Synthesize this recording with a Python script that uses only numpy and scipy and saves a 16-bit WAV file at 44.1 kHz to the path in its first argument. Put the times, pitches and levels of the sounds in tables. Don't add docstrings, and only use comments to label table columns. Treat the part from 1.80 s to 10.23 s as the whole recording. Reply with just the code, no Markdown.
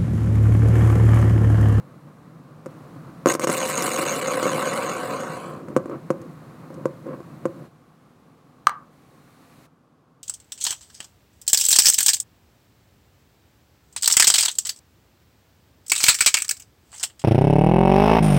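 import sys
import numpy as np
from scipy import signal
from scipy.fft import rfft, irfft, next_fast_len
from scipy.io import wavfile
from scipy.ndimage import uniform_filter1d, minimum_filter1d, map_coordinates

SR = 44100
rng = np.random.default_rng(int(sys.argv[2]) if len(sys.argv) > 2 else 0)


def dump(signal):
    limited = np.clip(np.atleast_2d(signal).T, -1, 1)
    pcm = np.round(limited * 32767).astype(np.int16)
    wavfile.write(sys.argv[1], SR, pcm)


N = 371763

# f/Hz, width/Hz, level/dB
DISH_MODES = [(151, 23, -8.5), (171, 17, -8.5), (208, 45, -8), (275, 33.5, -6), (349, 66, -8),
              (432.6, 25.6, -4.5), (521.6, 30, 3), (595, 44, -4.5), (727, 68, -8.5), (955.5, 24, -5.5),
              (1051, 70, -4.5), (1141, 30, -1.5), (1152, 22, 0), (1306, 158, -9), (1519, 113, -9.5),
              (2002, 370, -15.5), (2250, 294, -14), (2757, 330, -17.5), (2944, 230, -17.5),
              (3463, 100, -24), (4062, 380, -22.5), (4884, 390, -29.5)]
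# f/Hz, width/Hz, level/dB, swing phase/spoke gaps, swing/dB
WHEEL_MODES = [(5600, 450, -13.5, 0.24, 1.5), (6506, 95, -0.5, 0.03, 8.5), (6980, 160, -3.5, 0, 3.5),
               (7690, 170, -5, 0.5, 3), (8240, 180, -4, 0.4, 0.5), (9090, 180, -7.5, 0.97, 2),
               (9720, 240, -10, 0.43, 7), (11400, 350, -18.5, 0, 0), (12650, 500, -23.5, .6, -1),
               (14100, 470, -15, .55, 2.5)]
# start/s, end/s, pressure/dB
RIM_SLIDES = [(1.476, 1.525, 3.5), (1.615, 1.646, -1.5), (1.674, 1.688, 0), (1.702, 3.82, 0.5)]
# t/s, speed/(spokes/s)
RIM_SPEED = [(1.45, 6.25), (2.15, 6.2), (2.5, 5.1), (2.95, 4.9), (3.25, 3.15), (3.55, 2.0), (3.82, 0.35)]
# t/s, level/dB, hardness/Hz, bounce delay/s
RIM_KNOCKS = [(.860, -26.5, 1420, 0.0015), (.865, -23, 690, 0.0023), (1.4589, -2, 1210, 0.014),
              (1.470, -5.5, 1200, .021), (1.503, -21, 3000, 0.0065), (1.511, -33, 2800, 0.0016),
              (1.535, -23.5, 4050, 0.0025), (1.539, -16, 4000, 0.0026), (1.551, -11, 2130, .003),
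              (1.596, -13.5, 2366, .001), (1.609, -19.5, 2000, .006), (1.639, -12, 2500, 0.0025),
              (1.645, -12, 2500, 0.0017), (1.672, -9, 1970, .007), (1.693, -10.5, 1500, .005),
              (1.698, -10, 2300, .007), (1.875, -21.5, 4200, .004), (1.900, -21.5, 2620, 0.0016),
              (2.023, -13, 3500, 0.0028), (2.6281, -11, 2190, 0.015), (2.656, -10.5, 1030, 0.0019),
              (2.666, -10, 1100, 0.0065), (3.403, -19, 1900, .004), (3.885, -25.5, 990, 0.018),
              (3.9647, -3.5, 840, .0079), (4.058, -21, 695, 0.0027), (4.097, -21.5, 644, 0.0032),
              (4.304, -7, 790, .0055), (4.416, -41.5, 4000, 0.0025), (4.904, -31.5, 750, 0.0035),
              (4.942, -45.5, 4500, 0.0022), (5.056, -8, 646, .002), (5.267, -26, 600, 0.0025),
              (5.404, -25.5, 560, 0.0027), (5.6549, -9, 694, .0057)]
# peak t/s, level/dB, rise/s, fall/s
ROLL_SWELLS = [(3.72, -44.5, .12, .15), (3.95, -32, 0.24, 0.098), (4.14, -24.5, 0.09, 0.04),
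               (4.45, -37.5, 0.14, .05), (5.0, -36, 0.14, 0.11), (5.32, -27.5, 0.11, 0.094),
               (5.72, -46, 0.045, 0.066), (5.82, -37.5, 0.056, 0.067)]
# t/s, level/dB
TIP_LEVELS = [(0, -45), (.85, -49), (.9, -43), (4.45, -42), (4.7, -43), (4.92, -40.5), (5.2, -43),
              (5.85, -43), (5.89, -55)]
# f/Hz, level/dB
TIP_SPECTRUM = [(29, -59), (50, -34), (116, -3.5), (158, 5), (211, -5.5), (313, -4.5), (391, -15),
                (514, -12), (859, -20), (1130, -15.5), (1700, -27), (2020, -31.5), (3000, -44),
                (3900, -60.5), (6600, -120)]
# t/s, thump/dB, crack/dB
SNAP_PULSES = [(6.8699, 6, -2), (6.8943, -15.5, -21.5)]
# f/Hz, level/dB
CRACK_SPECTRUM = [(100, -16.5), (450, -11), (1000, -2), (2100, 7.5), (3200, -4.5), (4100, 3), (5000, -12),
                  (5900, 2), (6800, -5.5), (8600, 0), (10500, -17), (16000, -11.5)]
# f/Hz, t60/s
ROOM_DECAY = [(150, 0.4), (1200, 0.33), (3000, 0.18), (12000, 0.055)]
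# t/s, air/dB, hiss/dB
BACKGROUND_LEVELS = [(0, -59, -65), (.87, -50, -69), (.9, -48.5, -63), (5.86, -52.5, -61.5),
                     (5.9, -54.5, -71.5), (7.1, -53.5, -72.5), (7.13, -54, -67), (7.86, -52, -59),
                     (7.89, -58.5, -97.5), (8.43, -59, -95)]
# f/Hz, level/dB
AIR_SPECTRUM = [(15, -59.5), (25, -40), (59, -17), (75, -21), (158, -2.5), (191, -12.5), (257, -8),
                (394, -18.5), (501, -15), (637, -22.5), (691, -18), (978, -23.5), (1090, -17), (1860, -34),
                (15000, -51.5)]
# f/Hz, level/dB
HISS_SPECTRUM = [(500, -1), (2000, 8), (3300, -1.5), (4100, 3), (5000, -3.5), (8000, -3), (16000, -7.5)]


def scrape(fast_hop_share=0.89, slow_hop_share=0.35, lift_power=8.2):
    speed, spokes = travel()
    press = pressure()
    lift = speed ** lift_power
    hop_share = slow_hop_share + (fast_hop_share - slow_hop_share) * speed ** 2
    force = asperities(rate_hz=3500, spread_db=3, smooth=0.51)
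    force = force * (1 - hop_share + hop_share * hops()) * flights(lift)
    boom, rasp = scraped_dish(force, spokes)
    ring = scraped_wheel(force, spokes)

    def layer(x, db, db_per_doubling):
        return x / x[press > 0].std() * amp(db + db_per_doubling * np.log2(speed))

    return press * (layer(boom, -24.5 - 2.5 * lift, 5) + layer(rasp, -34, 8.5)
                    + layer(ring, -36 + 4 * lift, 9))


def scraped_dish(force, spokes, node_db=1.77, split_hz=1600):
    boom, rasp = np.zeros((2, N))
    for k, (hz, width_hz, db) in enumerate(DISH_MODES):
        shape = np.cos(2 * np.pi * (spokes * np.sqrt(hz / 800) + rng.random()))
        drive = force * amp(db + node_db * min(hz / 900, 1.5) * shape)
        band = rasp if hz > split_hz else boom
        band += (-1) ** k * resonate(drive, hz, width_hz)
    boom = filtered(boom, lambda f: radiation(f) * (1 - highpass(f, 4000)))
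    rasp = filtered(rasp, lambda f: highpass(f, 900))
    return boom, rim_comb(rasp, spokes, echo=0.32)


def scraped_wheel(force, spokes, flicker_db=5, flicker_hz=110):
    ring = np.zeros(N)
    for k, (hz, width_hz, db, phase, swing_db) in enumerate(WHEEL_MODES):
        place_db = swing_db * np.cos(2 * np.pi * (spokes - phase))
        drive = force * amp(db + place_db + flicker_db * np.tanh(wobble(flicker_hz)))
        ring += (-1) ** k * resonate(drive, hz, width_hz)
    return rim_comb(filtered(ring, lambda f: highpass(f, 3800)), spokes, echo=0.35)


def travel(first_spoke_s=1.49):
    spoke_hz = np.interp(np.arange(N) / SR, *np.transpose(RIM_SPEED))
    passed = np.cumsum(spoke_hz) / SR
    return spoke_hz / spoke_hz.max(), 1 + passed - passed[round(first_spoke_s * SR)]


def pressure(attack_s=0.0036, release_s=0.0038):
    t = np.arange(N) / SR
    return sum(amp(db) * np.clip(np.minimum((t - start) / attack_s, (end - t) / release_s) + 1, 0, 1)
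               for start, end, db in RIM_SLIDES)


def asperities(rate_hz, spread_db, smooth):
    hits = (rng.random(N) < rate_hz / SR) * amp(spread_db * np.clip(rng.standard_normal(N), -2, 2))
    return unit(hits - hits.mean()) + smooth * rng.standard_normal(N)


def hops(rate_hz=210, scatter=0.3, spread_db=2, t60_s=0.011):
    gap, size = rng.standard_normal((int(2 * rate_hz * N / SR), 2)).T
    times_s = np.cumsum(np.exp(scatter * gap) / rate_hz)
    strengths = amp(spread_db * np.clip(size, -2, 2))
    landings = np.bincount(np.round(times_s * SR).astype(int), strengths, N)[:N]
    return unit(signal.lfilter([1], [1, -amp(-60 / (t60_s * SR))], landings))


def flights(lift, rate_hz=22, length_s=0.0074, depth_db=-14):
    takeoffs = rng.random(N) < lift * rate_hz / SR
    window = signal.windows.tukey(round(length_s * SR))
    airborne = signal.oaconvolve(takeoffs * 1.0, window)[:N]
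    return amp(depth_db * np.clip(airborne, 0, 1))


def rim_comb(x, spokes, echo, near_s=0.0022, far_s=0.0038):
    lag_s = near_s + (far_s - near_s) * (0.5 - 0.5 * np.cos(np.pi * spokes))
    delayed = map_coordinates(x, [np.arange(N) - lag_s * SR], order=3)
    return (x + echo * delayed) / np.hypot(1, echo)


def knocks(buzz=0.11, buzz_t60_s=0.034, bounce_loss_db=9.5, tick_db_per_octave=9.5):
    out, t = np.zeros(N), np.arange(SR // 4) / SR
    body = minimum_phase(pressed_dish)
    for start_s, db, hard_hz, bounce_s in RIM_KNOCKS:
        knock = unit_peak(contact(body, hard_hz))
        tick_db = -19.5 + tick_db_per_octave * np.log2(hard_hz / 1000)
        for delay_s, loss_db in [(0, 0), (bounce_s, bounce_loss_db)]:
            rattle = (t == 0) + buzz * rng.standard_normal(len(t)) * amp(-60 * t / buzz_t60_s)
            ring = sum((-1) ** k * amp(mode_db) * resonate(rattle, hz, width_hz)
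                       for k, (hz, width_hz, mode_db, _, _) in enumerate(WHEEL_MODES))
            crack = amp(-13) * resonate(rattle, hz=5000, width_hz=4000)
            tick = amp(tick_db) * unit_peak(ring + crack)
            add(out, start_s + delay_s, amp(db - loss_db) * (knock + tick))
    return out


def roll(soft_hz=260, hard_hz=800, gain_db=-3, edge_drop_db=23):
    t, swells = np.arange(N) / SR, np.zeros(N)
    for peak_s, db, rise_s, fall_s in ROLL_SWELLS:
        from_peak = np.clip(np.maximum((peak_s - t) / rise_s, (t - peak_s) / fall_s), 0, 4)
        swells += amp(db - edge_drop_db * from_peak ** 2)
    force = asperities(rate_hz=650, spread_db=2, smooth=0.5)
    rumble = signal.oaconvolve(force, minimum_phase(pressed_dish))[:N]
    soft, hard = unit(contact(rumble, soft_hz)), unit(contact(rumble, hard_hz))
    firmness = swells / swells.max()
    return amp(gain_db) * swells * ((1 - firmness) * soft + firmness * hard)


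def pressed_dish(f):
    modes = sum((-1) ** k * amp(db) * mode(f, hz, width_hz)
                for k, (hz, width_hz, db) in enumerate(DISH_MODES))
    boost = 1 + amp(1) * mode(f, hz=335, width_hz=60)
    dip = 1 - 0.57 * mode(f, hz=780, width_hz=300)
    return radiation(f) * modes * boost * dip


def radiation(f, low_hz=112):
    return f ** 4 / np.sqrt(f ** 8 + low_hz ** 8)


def contact(x, hard_hz):
    pole = np.exp(-2 * np.pi * hard_hz / SR)
    return signal.lfilter([(1 - pole) ** 2], [1, -2 * pole, pole ** 2], x)


def snap(pocket_hz=1200, upper_hz=1520, ring_t60_s=0.014, crack_t60_s=0.01, attack_s=0.0007, low_hz=220):
    out, t = np.zeros(N), np.arange(SR // 10) / SR
    for start_s, thump_db, crack_db in SNAP_PULSES:
        pocket = np.sin(2 * np.pi * pocket_hz * t) + amp(-11) * np.sin(2 * np.pi * upper_hz * t)
        thump = pocket * amp(-60 * t / ring_t60_s) * (1 - np.exp(-t / attack_s))
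        crack = noise(CRACK_SPECTRUM, len(t)) * amp(-60 * t / crack_t60_s)
        add(out, start_s, amp(thump_db) * unit_peak(thump) + amp(crack_db) * unit_peak(crack))
    return signal.lfilter(*signal.butter(1, low_hz, "high", fs=SR), out)


def tip_hum(waver_db=1.3, waver_hz=24):
    return envelopes(TIP_LEVELS)[0] * unit(noise(TIP_SPECTRUM) * amp(waver_db * wobble(waver_hz)))


def room(x, delay_s=0.004):
    hz, t, spectra = signal.stft(rng.standard_normal(SR // 2), SR, nperseg=256)
    decay = amp(-60 * t / log_interp(ROOM_DECAY, hz)[:, None])
    tail = signal.istft(spectra * decay, SR, nperseg=256)[1]
    return signal.fftconvolve(x, np.pad(tail / np.linalg.norm(tail), (round(delay_s * SR), 0)))[:N]


def background():
    air, hiss = envelopes(BACKGROUND_LEVELS)
    return air * noise(AIR_SPECTRUM) + hiss * noise(HISS_SPECTRUM)


def amp(db):
    return 10 ** (np.asarray(db) / 20)


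def unit(x):
    return x / np.sqrt(np.mean(x ** 2) + 1e-20)


def unit_peak(x):
    return x / np.abs(x).max()


def log_interp(points, hz):
    f, values = np.transpose(points)
    return np.interp(np.log(hz + 1), np.log(f + 1), values)


def envelopes(rows):
    times_s, *columns = np.transpose(rows)
    t = np.arange(N) / SR
    grid_s = t[::64]
    return [np.interp(t, grid_s, amp(np.interp(grid_s, times_s, db, left=-150, right=-150)))
            for db in columns]


def wobble(rate_hz):
    knots = rng.standard_normal(int(N * rate_hz / SR) + 2)
    return np.interp(np.arange(N) * rate_hz / SR, np.arange(len(knots)), knots)


def filtered(x, response):
    size = next_fast_len(len(x) + SR // 4)
    return irfft(rfft(x, size) * response(np.fft.rfftfreq(size, 1 / SR)), size)[:len(x)]


def noise(spectrum, size=N):
    return unit(filtered(rng.standard_normal(size), lambda f: amp(log_interp(spectrum, f))))


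def add(track, start_s, x):
    part = track[round(start_s * SR):][:len(x)]
    part += x[:len(part)]


def mode(f, hz, width_hz):
    return 1j * f * width_hz / (hz * hz - f * f + 1j * f * width_hz)


def resonate(x, hz, width_hz):
    return signal.lfilter(*signal.iirpeak(hz, hz / width_hz, fs=SR), x)


def highpass(f, hz):
    return f ** 2 / (f ** 2 + hz ** 2)


def minimum_phase(response, size=SR // 4):
    magnitude = np.abs(response(np.fft.rfftfreq(2 * size, 1 / SR)))
    cepstrum = irfft(np.log(magnitude + 1e-6))
    cepstrum[1:size] *= 2
    cepstrum[size + 1:] = 0
    return irfft(np.exp(rfft(cepstrum)))[:size]


def scene():
    top = scrape() + roll() + knocks()
    click = snap()
    reverb = amp(-18.5) * room(top) + amp(-21.5) * room(click)
    return (top + click + reverb + tip_hum() + background())[None]


def record(dry, ceiling=0.96, hold_s=0.0022, band_limit_hz=15950):
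    span = round(hold_s * SR)
    needed = ceiling / np.maximum(np.abs(dry[0]), ceiling)
    gain = uniform_filter1d(minimum_filter1d(needed, span), span)
    return filtered(dry[0] * gain, lambda f: f < band_limit_hz)[None]


dry = scene()
out = record(dry)
dump(out)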